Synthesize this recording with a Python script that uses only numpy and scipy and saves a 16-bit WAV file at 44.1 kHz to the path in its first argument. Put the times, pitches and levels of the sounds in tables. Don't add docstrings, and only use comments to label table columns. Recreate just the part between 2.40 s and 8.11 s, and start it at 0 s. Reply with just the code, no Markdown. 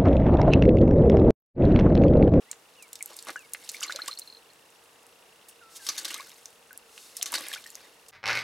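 import sys
import numpy as np
from scipy import signal
from scipy.io import wavfile

SR = 44100
rng = np.random.default_rng(int(sys.argv[2]) if len(sys.argv) > 2 else 0)


def to_wav(sig):
    pcm = np.clip(np.atleast_2d(sig), -1, 1) * 32767
    pcm = np.round(pcm).astype(np.int16)
    wavfile.write(sys.argv[1], SR, pcm.T)


N = 251811
TIME = np.arange(N) / SR
AGE = TIME[:SR // 4]

# pitch in Hz, relative level in dB per Hz.
AIR_COLOUR = [(30, -15), (200, -6), (800, -0.5), (1450, -4), (4200, -10), (5500, -13), (10000, -14),
              (16000, -24.5)]
# centre in Hz, width in Hz, level in dB.
DRONES = [(464.5, 25.6, -67.5)]
# pitch in Hz, likeness from 0 to 1.
EAR_LIKENESS = [(200, 0.98), (1300, 0.47), (4000, 0.28), (10000, 1)]
# start in seconds, end in seconds, slosh level in dB, fizz level in dB.
STIRRING_BOUTS = [(0.68, 0.93, -59, -54.5), (1.23, 1.374, -57, -53), (1.421, 1.682, -50, -52),
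                  (3.55, 3.792, -48.5, -49.5), (4.931, 5.137, -47.5, -48.5), (5.403, 5.471, -55, -66)]
# time in seconds, level in dB, pitch the contact excites most in Hz.
WALL_KNOCKS = [(1.432, -28.5, 6730), (3.4878, -24.5, 5700), (4.951, -29.5, 4400)]
WALL_MODES = [1127, 1238, 1610, 2290, 3500, 4250, 4430, 4670, 4760, 4660, 5110, 5820, 6116, 6250, 6680,
              7200]
# start in seconds, length in seconds, start pitch in Hz, end pitch in Hz, level in dB.
BIRD_WHISTLES = [(0.065, 0.055, 1860, 2360, -54), (0.365, 0.11, 2980, 2110, -53),
                 (0.949, 0.125, 3060, 2090, -56)]
# time in seconds, level in dB, centre in Hz,
# time to die away by 60 dB in seconds.
LOUD_DROPS = [(0.1142, -20.5, 7360, 0.013), (0.13, -31.5, 1920, 0.0043), (0.425, -35.5, 7500, 0.033),
              (0.5305, -26.5, 7200, 0.016), (0.555, -29, 4860, 0.024), (0.6265, -15.5, 8760, 0.003),
              (0.6595, -22, 11800, 0.0048), (0.7668, -26.5, 8640, 0.0089), (0.789, -32, 4700, 0.027),
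              (0.826, -26.5, 7600, 0.003), (0.894, -23, 1030, 0.023), (1.1345, -21.5, 9900, 0.023),
              (1.148, -25, 1590, 0.015), (1.2742, -34, 9500, 0.0015), (1.291, -23.5, 4970, 0.037),
              (1.2965, -23.5, 6740, 0.007), (1.317, -29, 10800, 0.009), (1.3668, -32, 3500, 0.017),
              (1.4076, -25.5, 6260, .006), (1.4232, -26, 5000, 0.0054), (1.523, -21.5, 3960, 0.0086),
              (1.56, -21.5, 4100, 0.015), (1.6805, -24.5, 7640, 0.024), (1.7884, -26, 7300, 0.014),
              (1.795, -24, 9350, 0.015), (2.6664, -35, 9290, 0.0052), (3.0852, -40, 9300, 0.092),
              (4.057, -28, 6060, 0.0085), (4.3298, -32, 12300, 0.0046), (4.376, -26, 11100, 0.0057),
              (4.578, -32, 2520, 0.013), (4.7681, -23, 8500, 0.021), (4.813, -26.5, 3040, 0.014),
              (4.823, -24, 4360, 0.019), (4.8274, -5.5, 5940, 0.0023), (4.829, -17.5, 9500, 0.0087),
              (4.9207, -23, 9800, 0.014), (5.0845, -23.5, 10970, 0.0061), (5.1485, -24, 5000, 0.0057),
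              (5.303, -30.5, 7400, 0.0063), (5.3542, -23.5, 6640, 0.004), (5.684, -39, 7400, 0.049)]
# time in seconds, level in dB, starting pitch in Hz,
# starting rise in e-folds per second (a minus sign means falling).
BIG_BUBBLES = [(0.6078, -32.5, 2370, -20), (0.959, -25, 1484, 9.5), (1.345, -31.5, 2180, 12),
               (1.416, -35.5, 1280, 19.5), (1.429, -23, 2870, 25), (1.447, -34, 2290, -19),
               (1.459, -43, 1050, 16), (1.4966, -25, 1316, 30), (1.549, -38, 514, 11),
               (1.59, -29, 1280, 22.5), (1.683, -32.5, 1049, 13.5), (3.592, -37, 3370, 18),
               (3.709, -32, 2840, 18), (3.759, -40.5, 1200, 7), (3.796, -36, 2190, 12),
               (3.799, -36, 1014, 13), (4.3079, -39.5, 1587, -8), (4.334, -48, 1530, 10),
               (4.797, -45.5, 704, 3), (4.927, -33, 927, 6), (4.952, -33, 1480, 8), (4.977, -26, 3870, 10),
               (5.116, -32.5, 1756, 5), (5.1365, -24.5, 3370, -20), (5.16, -33.5, 1380, 25),
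               (5.178, -37, 2440, -13), (5.261, -35.5, 1826, 2)]
# time in seconds, level in dB before depth acts,
# depth of the stroke from 0 to 1, time to die away by 60 dB in seconds.
WATER_SHEETS = [(0.698, -53.5, 1, 0.08), (0.869, -46, 1, 0.084), (0.883, -33.5, 0.96, 0.021),
                (0.903, -30.5, 0.95, 0.012), (1.428, -23.5, 0, 0.028), (1.679, -22.5, 0.73, 0.014),
                (3.465, -28.5, 0, 0.062), (3.486, -30.5, 0.61, 0.15), (3.5768, -28.5, 0, 0.11),
                (3.646, -27, 0, 0.08), (3.678, -37, 0.2, 0.11), (3.704, -38, 0.81, 0.08),
                (3.742, -22, 0.1, 0.019), (4.857, -30.5, 0.26, 0.088), (4.9267, -32.5, 0.93, 0.028),
                (4.938, -25, 0.81, 0.047), (4.952, -24.5, 0.77, 0.033), (4.978, -39, 0.85, 0.097),
                (5.006, -44, 1, 0.04), (5.128, -33.5, 0.63, 0.09)]
# middle in seconds, level in dB, half length in seconds.
PAW_SWISHES = [(1.345, -46, 0.015), (3.33, -55, .03), (3.367, -43, 0.013), (3.461, -47, 0.056),
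               (4.626, -53, 0.12), (4.781, -46.5, 0.018)]
PIP_TIMES = [1.481, 1.6184, 1.712, 1.729, 1.774, 1.8176, 1.875, 1.8996, 1.925, 1.948, 1.969, 2.101]
# start in seconds, held pitch in Hz, level in dB.
PIPED_NOTES = [(3.21, 1330, -49.5), (3.393, 1550, -51.5)]

AIR_DB = -58.5
BUILD_S, SLOSH_SETTLE_S, FIZZ_SETTLE_S = .17, .11, .34
SLOSH_REST_DB, FIZZ_REST_DB = -70, -65.5
STRAY_DB, STRAY_SPREAD_DB = 9.5, 12
STRAY_LOW_HZ, STRAY_HIGH_HZ, STRAY_T60_S = 2950, 11300, 0.005
SPRAY_HZ, SPRAY_DB_PER_DEPTH = 5000, 2.5
SLAP_DB, SLAP_DB_PER_DEPTH = -15, 17.5
PLUNGE_DB, PLUNGE_DB_PER_CUBED_DEPTH = -29.5, 39.5
PIP_DB, PIP_FADE_DB_PER_S = -18, 50.5
CUTOFF_HZ = 16000


def from_db(db):
    return 10 ** (np.asarray(db) / 20)


def rms_one(x):
    return x / np.sqrt(np.mean(x ** 2) + 1e-20)


def at_hz(points, hz):
    table = np.array(points)
    return np.interp(np.log(hz), np.log(table[:, 0]), table[:, 1])


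def add(out, s, sound):
    start = max(int(s * SR), 0)
    out[..., start:start + sound.shape[-1]] += sound[..., :max(N - start, 0)]


def band(x, low_hz, high_hz):
    edges = [low_hz, min(high_hz, .45 * SR)]
    return signal.sosfilt(signal.butter(2, edges, "band", fs=SR, output="sos"), x)


def resonate(x, hz, width_hz):
    r = np.exp(-np.pi * width_hz / SR)
    top = np.array([1, 0, -1]) * (1 - r * r) / 2
    return signal.lfilter(top, [1, -2 * r * np.cos(2 * np.pi * hz / SR), r * r], x)


def tone(pitch):
    return np.sin(2 * np.pi * np.cumsum(pitch) / SR)


def dying(t60, attack):
    return (1 - np.exp(-AGE / attack)) * np.exp(-np.log(1000) * AGE / t60)


def shaped(x, envelope):
    return rms_one(x * envelope) * np.sqrt(np.mean(envelope ** 2))


def drift(rate, size=N):
    return np.interp(TIME[:size] * rate, np.arange(N // 8), rng.standard_normal(N // 8))


def banded_noise(spectrum, patchy_db, patchy_rate):
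    out, edges = 0, 22 * 2 ** np.arange(0, 10, .5)
    white = rng.standard_normal((2, 2, N))
    for k, (low, high) in enumerate(zip(edges, edges[1:])):
        hz = np.sqrt(low * high)
        if hz < spectrum[0][0]:
            continue
        mid, side = band(white[k % 2], low, high)
        alike = np.clip(at_hz(EAR_LIKENESS, hz), 0, 1)
        gain = from_db(at_hz(spectrum, hz) + patchy_db * drift(patchy_rate))
        out = out + gain * (np.sqrt(1 + alike) * mid + np.sqrt(1 - alike) * side * [[1], [-1]])
    return rms_one(out)


def country():
    drone = 0
    for hz, width, db in DRONES:
        drone = drone + from_db(db) * rms_one(resonate(rng.standard_normal(N), hz, width))
    air = banded_noise(AIR_COLOUR, patchy_db=.5, patchy_rate=6)
    return from_db(AIR_DB) * air + drone


def ticking(hz=2780, upper_hz=3400, db=-55.5, upper_db=-60, width=0.002,
            rise_hz_per_s=80000, fall_hz_per_s=170000, uneven_db=2):
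    ticks_per_s = 29.97
    cycle = (TIME - .025) * ticks_per_s
    age = (cycle - np.round(cycle)) / ticks_per_s
    odd, early = np.round(cycle) % 2, age + width
    rising = np.sin(2 * np.pi * (hz + rise_hz_per_s * age / 2) * age)
    rising = from_db(db) * rising * np.exp(-(age / width) ** 2 / 2)
    falling = np.sin(2 * np.pi * (upper_hz - fall_hz_per_s * early / 2) * early)
    falling = from_db(upper_db) * (1 - odd / 2) * falling * np.exp(-(early / width) ** 2 / 2)
    return (rising + falling) * from_db(uneven_db * drift(27.27))


def stirred(bout_db, settle_s, rest_db):
    motion = np.full(N, from_db(rest_db))
    for (start, end, *_), db in zip(STIRRING_BOUTS, bout_db):
        away = np.maximum(start - TIME, 0) / BUILD_S + np.maximum(TIME - end, 0) / settle_s
        motion = np.maximum(motion, from_db(db) / (1 + away) ** 2)
    return motion


def water_motion():
    _, _, slosh_db, fizz_db = np.transpose(STIRRING_BOUTS)
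    slosh = stirred(slosh_db, SLOSH_SETTLE_S, SLOSH_REST_DB)
    return slosh, stirred(fizz_db, FIZZ_SETTLE_S, FIZZ_REST_DB)


def grains(per_s, low_hz, high_hz, cycles, spread_db, count=20):
    born = rng.random(N) < per_s / SR
    sizes = from_db(spread_db * np.minimum(rng.exponential(1, N), 3.5))
    clicks = born * sizes * rng.choice([-1, 1], N)
    dealt = rng.integers(0, count, N)
    out = 0
    for k, hz in enumerate(np.geomspace(low_hz, high_hz, count)):
        out = out + resonate(clicks * (dealt == k) + 1e-18, hz, 2 * hz / cycles) / np.sqrt(hz)
    return rms_one(out)


def bubble(hz, rise, cycles, attack=0.000067):
    t60 = cycles / max(hz, 800)
    pitch = hz * np.exp(rise * t60 / 2 * np.tanh(2 * AGE / t60))
    return tone(pitch) * dying(t60, attack)


def gurgle(stir, low_hz=1400, high_hz=6500, cycles=36, rise=9, spread_db=3.0, count=1500):
    out, busy = np.zeros(N), np.cumsum(stir)
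    for when, pitch, size, glide in rng.random((count, 4)):
        at = np.searchsorted(busy, when * busy[-1])
        level = stir[at] * from_db(spread_db * min(-np.log(size), 3))
        hz = low_hz * (high_hz / low_hz) ** pitch
        add(out, at / SR, level * bubble(hz, 2 * rise * glide, cycles))
    return out


def swilling(slosh, fizz, lumpy_db=3, churn_db=-7, wash_db=-8, hiss_db=-5, foam_db=-7,
             gurgle_db=-3, fizz_share=.35):
    noise = rng.standard_normal((2, N))
    lumps = rms_one(from_db(lumpy_db * drift(130)))
    churn = from_db(churn_db) * grains(per_s=400, low_hz=306, high_hz=984, cycles=6.6, spread_db=3)
    wash = from_db(wash_db) * rms_one(band(noise[0], 1770, 4800)) * lumps
    hiss = from_db(hiss_db) * rms_one(band(noise[1], 3860, 12800)) * lumps
    foam = from_db(foam_db) * grains(per_s=500, low_hz=3300, high_hz=13500, cycles=20, spread_db=4)
    small_bubbles = from_db(gurgle_db) * gurgle(slosh + fizz_share * fizz)
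    return slosh * (churn + wash) + small_bubbles + fizz * (hiss + foam)


def wall(water, drive_db=-47, top_t60=0.047, contact_s=0.003):
    out = 0
    for k, hz in enumerate(WALL_MODES):
        force = from_db(drive_db) * water + 1e-18
        radiation = hz / np.hypot(hz, 2200)
        for s, knock_db, contact_hz in WALL_KNOCKS:
            mismatch = min(abs(np.log2(hz / contact_hz)) * 5, 4)
            add(force, s + contact_s * rng.random(), from_db([knock_db]) / np.hypot(1, mismatch))
        w = 2 * np.pi * hz / SR
        r = np.exp(-np.log(1000) * np.sqrt(hz / WALL_MODES[-1]) / (top_t60 * SR))
        ring = signal.lfilter([.5, 0, -.5], [1, -2 * r * np.cos(w), r * r], force)
        out = out + (-1) ** k * radiation * ring
    return out


def stray_drops(fizz, count=250):
    when, size, pitch = rng.random((count, 3)).T
    times = np.interp(when, np.cumsum(fizz) / np.sum(fizz), TIME)
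    levels = 20 * np.log10(np.interp(times, TIME, fizz)) + STRAY_DB + STRAY_SPREAD_DB * size ** 2
    pitches = STRAY_LOW_HZ * (STRAY_HIGH_HZ / STRAY_LOW_HZ) ** pitch
    return [(s, db, hz, STRAY_T60_S) for s, db, hz in zip(times, levels, pitches)]


def birds(waver_db=4.5):
    out = np.zeros(N)
    for s, length, start_hz, end_hz, db in BIRD_WHISTLES:
        along = np.minimum(AGE / length, 1)
        glide = (along + np.sin(np.pi * along / 2) ** 2) / 2
        swell = np.sqrt(np.abs(np.sin(np.pi * along)))
        add(out, s, from_db(db) * swell * tone(start_hz * (end_hz / start_hz) ** glide))
    return out * from_db(waver_db * drift(80.1))


def drops(rows, crack_db=-5, ping_db=-2, ping_t60=0.0062):
    out = np.zeros(N)
    for s, db, hz, t60 in rows:
        noise = resonate(resonate(rng.standard_normal(len(AGE)), hz, hz), hz, 2 * hz)
        crack = shaped(noise, dying(t60, attack=2 / SR))
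        ping = np.sin(2 * np.pi * hz * AGE) * dying(min(t60, ping_t60), attack=2 / SR)
        add(out, s, from_db(db) * (from_db(crack_db) * crack + from_db(ping_db) * ping))
    return out


def bubbles(cycles=76):
    out = np.zeros(N)
    for s, db, hz, rise in BIG_BUBBLES:
        add(out, s, from_db(db) * bubble(hz, rise, cycles))
    return out


def froth(low_hz, high_hz, cycles, count):
    out = np.zeros(N)
    for when, pitch, size in rng.random((count, 3)):
        hz = low_hz * (high_hz / low_hz) ** pitch
        turns = hz * AGE[:int(SR * cycles / hz)]
        ring = np.sin(2 * np.pi * turns) * np.exp(-np.log(1000) * turns / cycles)
        add(out, when * AGE[-1], (2 * size - 1) * np.sqrt(hz) * ring)
    return rms_one(out[:len(AGE)])


def splashes(lumpy_db=4, lump_rate=600, spray_ratio=1.7, mist_db=-4, film_db=-6):
    out = np.zeros(N)
    for s, db, depth, t60 in WATER_SHEETS:
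        noise = rng.standard_normal((4, len(AGE)))
        envelope = dying(t60, attack=.001)
        lumps = from_db(lumpy_db * drift(lump_rate, len(AGE)))
        cavity = froth(low_hz=291, high_hz=1380, cycles=13.5, count=200)
        slap = rms_one(band(noise[1], 1050, 3700)) / 2
        slap = slap + froth(low_hz=1037, high_hz=4190, cycles=13, count=300)
        low_hz, high_hz = SPRAY_HZ / spray_ratio, SPRAY_HZ * spray_ratio
        smooth = rms_one(band(noise[2], low_hz, high_hz)) / 2
        jet = rms_one(smooth + froth(low_hz, high_hz, cycles=17.6, count=500))
        jet += from_db(mist_db) * rms_one(band(noise[3], 7600, 12100))
        film_hz = SPRAY_HZ * 2 ** (rng.random() - .5)
        jet += from_db(film_db) * rms_one(resonate(noise[0], film_hz, film_hz / 10))
        parts = [(PLUNGE_DB + PLUNGE_DB_PER_CUBED_DEPTH * depth ** 3, cavity),
                 (SLAP_DB + SLAP_DB_PER_DEPTH * depth, slap),
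                 (SPRAY_DB_PER_DEPTH * depth, jet)]
        for part_db, part in parts:
            add(out, s, from_db(db + part_db) * shaped(part * lumps, envelope))
    return out


def swishes(low_hz=3300, high_hz=11500):
    swell = sum(from_db(db) * np.exp(-((TIME - s) / half) ** 2) for s, db, half in PAW_SWISHES)
    return swell * rms_one(band(rng.standard_normal(N), low_hz, high_hz))


def pips(hz=4190, t60=0.016, attack=0.00099, waver=0.026):
    out = np.zeros(N)
    for s in PIP_TIMES:
        db = PIP_DB - PIP_FADE_DB_PER_S * abs(s - PIP_TIMES[1])
        pitch = hz * (1 + waver * drift(2000, len(AGE)))
        add(out, s, from_db(db) * tone(pitch) * dying(t60, attack))
    return out


def piping(overshoot=0.197, settle_s=0.0124, t60=0.59, attack=0.0035):
    out = np.zeros(N)
    for s, hz, db in PIPED_NOTES:
        pitch = hz * (1 + overshoot * np.exp(-AGE / settle_s))
        add(out, s, from_db(db) * tone(pitch) * dying(t60, attack))
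    return out


def bucket(x, t60=0.07, wet_db=-11, side_db=-12, side_lag=0.000903, tail_t60=0.29, tail_db=-22):
    noise = band(rng.standard_normal((3, len(AGE))), 180, 7500)
    tail = dying(tail_t60, attack=0.0029)
    echoes = noise * [dying(t60, attack=0.00034), tail, tail]
    echoes /= np.sqrt(np.sum(echoes ** 2, axis=1, keepdims=True))
    wet = signal.fftconvolve(x[None], echoes, axes=1)[:, :N]
    side = from_db(side_db) * band(np.interp(TIME - side_lag, TIME, x), 1800, 7500)
    return x + from_db(wet_db) * wet[0] + from_db(tail_db) * wet[1:] + side * [[1], [-1]]


def scene(dip_hz=660, dip_share=0.41):
    slosh, fizz = water_motion()
    water = splashes() + swilling(slosh, fizz) + swishes()
    water = water - dip_share * resonate(water, dip_hz, dip_hz / 2)
    inside = water + drops(LOUD_DROPS + stray_drops(fizz)) + bubbles() + pips() + wall(water)
    inside = band(inside, 310, SR / 2)
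    lean_db = np.interp(TIME, [1.8, 2.4], [-1.1, 0])
    placed = bucket(inside) * from_db(lean_db * np.array([[.5], [-.5]]))
    return placed + birds() + piping() + ticking() + country()


def record(dry):
    return signal.sosfilt(signal.ellip(10, .2, 80, CUTOFF_HZ, fs=SR, output="sos"), dry)


dry = scene()
out = record(dry)
to_wav(out)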